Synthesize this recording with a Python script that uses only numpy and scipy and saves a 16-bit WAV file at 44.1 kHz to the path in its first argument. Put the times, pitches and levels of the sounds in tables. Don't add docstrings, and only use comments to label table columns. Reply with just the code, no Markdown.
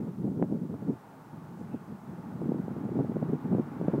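import sys
import numpy as np
from scipy import signal
from scipy.fft import rfft, irfft, next_fast_len
from scipy.io import wavfile
from scipy.ndimage import map_coordinates

SR = 44100
rng = np.random.default_rng(int(sys.argv[2]) if len(sys.argv) > 2 else 0)


def store_pcm(level_fs):
    pcm = np.round(np.clip(level_fs, -1, 1) * 32767).astype(np.int16)
    wavfile.write(sys.argv[1], SR, np.atleast_2d(pcm).T)


N = 176400

# (time [s], relative peak [dB], pitch [Hz])
EDDY_HITS = [(0.281, -19.5, 323), (0.398, -22.5, 322), (0.416, -20.5, 350), (0.426, -9.5, 520),
             (0.441, -19.5, 382), (0.525, -19, 324), (0.532, -22.5, 300), (0.742, -25, 487),
             (0.898, -25, 278), (1.745, -22.5, 260), (2.418, -20, 390), (2.458, -20, 249),
             (2.491, -21, 260), (2.52, -13, 333), (2.546, -19.5, 288), (2.586, -26, 364), (2.682, -21, 400),
             (2.766, -22.5, 268), (2.853, -23, 268), (2.892, -21.5, 330), (2.957, -24, 280),
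             (2.991, -14.5, 400), (3, -18, 377), (3.048, -22, 353), (3.12, -22, 307), (3.168, -14, 338),
             (3.228, -10.5, 325), (3.333, -20.5, 290), (3.527, -16.5, 267), (3.55, -16.5, 370),
             (3.584, -17.5, 376), (3.814, -16.5, 385), (3.883, -9, 380), (3.939, -15, 400),
             (3.947, -19.5, 340), (3.981, -16, 277)]


def amp(db):
    return 10 ** (np.asarray(db) / 20)


def unit(x):
    return x / np.sqrt(np.mean(x ** 2) + 1e-20)


def curve(rows):
    return np.interp(np.arange(N) / SR, *np.transpose(rows))


def wobble(rate_hz):
    return map_coordinates(rng.standard_normal(2048), [np.arange(N) * rate_hz / SR], mode="wrap")


def filtered(x, response):
    size = next_fast_len(N + SR // 2)
    return irfft(rfft(x, size) * response(np.fft.rfftfreq(size, 1 / SR)), size)[:N]


def noise(spectrum):
    knots_hz, db = np.transpose(spectrum)
    white = rng.standard_normal(N + SR // 2)
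    return unit(filtered(white, lambda hz: amp(np.interp(np.log(hz + 1), np.log(knots_hz), db))))


def turbulence(spectrum, span_s):
    x = noise(spectrum)
    window = signal.windows.hann(int(span_s * SR))
    power = np.abs(signal.fftconvolve(x ** 2, window / window.sum(), "same"))
    return x / np.sqrt(power + 1e-9)


def wind_strength_db():
    # (time [s], level [dB])
    gusts = [(0.0, -28.5), (0.17, -41), (0.19, -28), (0.29, -28.5), (0.32, -34.5), (0.43, -22.5),
             (0.47, -38.5), (0.53, -29), (0.58, -36), (0.66, -38.5), (0.68, -42), (0.72, -28), (0.79, -40),
             (0.81, -35), (0.87, -35.5), (0.89, -27), (0.92, -22.5), (0.98, -69.5), (1.27, -62),
             (1.34, -47.5), (1.59, -48), (1.61, -35.5), (1.68, -46), (1.75, -33), (1.79, -63), (1.83, -45),
             (1.85, -61), (1.93, -35.5), (1.99, -62.5), (2.12, -36), (2.16, -47), (2.21, -38.5),
             (2.23, -49), (2.44, -29.5), (2.64, -33), (2.66, -43), (2.72, -32), (2.75, -43), (2.77, -29.5),
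             (2.8, -42), (2.85, -31), (2.92, -38.5), (2.95, -24), (3.14, -33.5), (3.17, -16.5),
             (3.2, -41.5), (3.23, -23.5), (3.25, -39.5), (3.34, -25), (3.39, -46), (3.52, -21), (3.6, -25),
             (3.61, -36.5), (3.73, -42), (3.83, -25), (3.87, -32), (3.89, -23.5), (3.92, -40.5),
             (3.94, -21), (4.0, -30.5)]
    typical_db = -30.5
    puff_db, puff_half_s, puff_lag_s = 4.5, 0.0061, 0.002
    t = np.arange(N) / SR - puff_lag_s
    puffs = np.max([np.exp(-((t - hit_s) / puff_half_s) ** 2) for hit_s, _, _ in EDDY_HITS], axis=0)
    return curve(gusts) - typical_db + puff_db * puffs


def buffeting():
    # (frequency [Hz], relative density [dB])
    large = [(20, -36), (45, -36), (70, -21), (100, -6.5), (145, 3.5), (200, 0.5), (290, -14), (400, -19),
             (1200, -71.5), (3000, -110)]
    middling = [(30, -54.5), (80, -28.5), (125, -8.5), (170, 2.5), (240, 0), (320, -6.5), (430, -18),
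                (600, -34), (1200, -57), (3000, -100)]
    small = [(60, -37.5), (180, -10.5), (280, 4), (380, 3), (480, -3.5), (650, -14.5), (900, -21),
             (1400, -46), (3000, -69.5)]
    gust_db = wind_strength_db()
    sputter = wobble(rate_hz=75)
    rumble = turbulence(large, span_s=0.05) * amp(-39.5 + 0.49 * gust_db + 2.0 * wobble(rate_hz=50))
    body = turbulence(middling, span_s=0.035) * amp(-35.5 + 0.77 * gust_db + 3.5 * sputter)
    flutter = turbulence(small, span_s=0.048) * amp(-43.5 + 1.124 * gust_db + 4.5 * sputter)
    return rumble + body + flutter


def thumps():
    cut_hz, cut_q = 144, 0.99
    gain_db, roundness = -4, 3
    omega = 2 * np.pi * cut_hz
    low_cut = signal.bilinear([1, 0, 0], [1, omega / cut_q, omega ** 2], SR)
    out, t = np.zeros(N + SR), np.arange(SR // 20) / SR
    lead_s = t[-1] / 2
    for hit_s, peak_db, hz in EDDY_HITS:
        phase = 2 * np.pi * hz * (t - lead_s)
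        push = phase * np.exp(-roundness * np.sqrt(1 + phase ** 2 / roundness))
        swing = rng.choice([-1, 1]) * signal.lfilter(*low_cut, signal.lfilter(*low_cut, push))
        start = round((hit_s - lead_s) * SR)
        out[start:start + len(t)] += amp(peak_db + gain_db) * swing / np.abs(swing).max()
    return out[:N]


def road():
    # (time [s], relative level [dB])
    swell = [(0.0, -60), (0.42, -62.5), (1.11, -59), (1.77, -58), (1.93, -58), (3.7, -53.5), (4.0, -52.5)]
    # (frequency [Hz], relative density [dB])
    spectrum = [(25, -28), (70, -13), (150, -3), (270, -1), (400, -1), (540, -3.5), (660, -1), (750, -1.5),
                (850, 3.5), (930, 0.5), (1010, -4), (1120, -2.5), (1300, -7), (1430, -5.5), (1580, -11.5),
                (2100, -18), (3000, -27), (5000, -37), (10000, -55)]
    gain_db, waver_db = 5, 0.6
    return noise(spectrum) * amp(curve(swell) + gain_db + waver_db * wobble(rate_hz=10))


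def hum():
    centre_s, half_s, level_db = 1.15, 0.1, -56.5
    pitch_hz, sag_hz_per_s, waver_hz = 265, 140, 4
    t = np.arange(N) / SR - centre_s
    hz = pitch_hz - sag_hz_per_s * t + waver_hz * wobble(rate_hz=32.1)
    tone = np.sqrt(2) * np.sin(2 * np.pi * np.cumsum(hz) / SR)
    return amp(level_db) * np.exp(-(t / half_s) ** 2) * tone


def weeds():
    # (time [s], pitch [Hz], level [dB], spread [octaves])
    swishes = [(1.6, 6500, -76, .7), (1.75, 2620, -71, 0.2)]
    half_s = 0.04
    out, t = np.zeros(N), np.arange(N) / SR
    for centre_s, pitch_hz, db, octaves in swishes:
        white = rng.standard_normal(N)
        band = unit(filtered(white, lambda hz: np.exp(-(np.log2((hz + 1) / pitch_hz) / octaves) ** 2)))
        out += amp(db) * np.exp(-((t - centre_s) / half_s) ** 2) * band
    return out


def hiss(level_db):
    # (frequency [Hz], relative density [dB])
    spectrum = [(100, 6.5), (3000, 3.5), (6000, 2), (8500, 1.5), (11000, -1), (13500, 1), (15500, 0.5)]
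    return amp(level_db) * noise(spectrum)


def scene():
    return (buffeting() + thumps() + road() + weeds() + hum() + hiss(level_db=-69.5))[None]


def record(dry):
    overload_db, fade_s, top_hz = -12, 0.004, 15800
    pressure = dry / (1 + (dry / amp(overload_db)) ** 4) ** (1 / 4)
    edge_s = np.minimum(np.arange(N), np.arange(N)[::-1]) / SR
    fade = np.minimum(edge_s / fade_s, 1)
    return np.array([filtered(x * fade, lambda hz: hz < top_hz) for x in pressure])


dry = scene()
out = record(dry)
store_pcm(out)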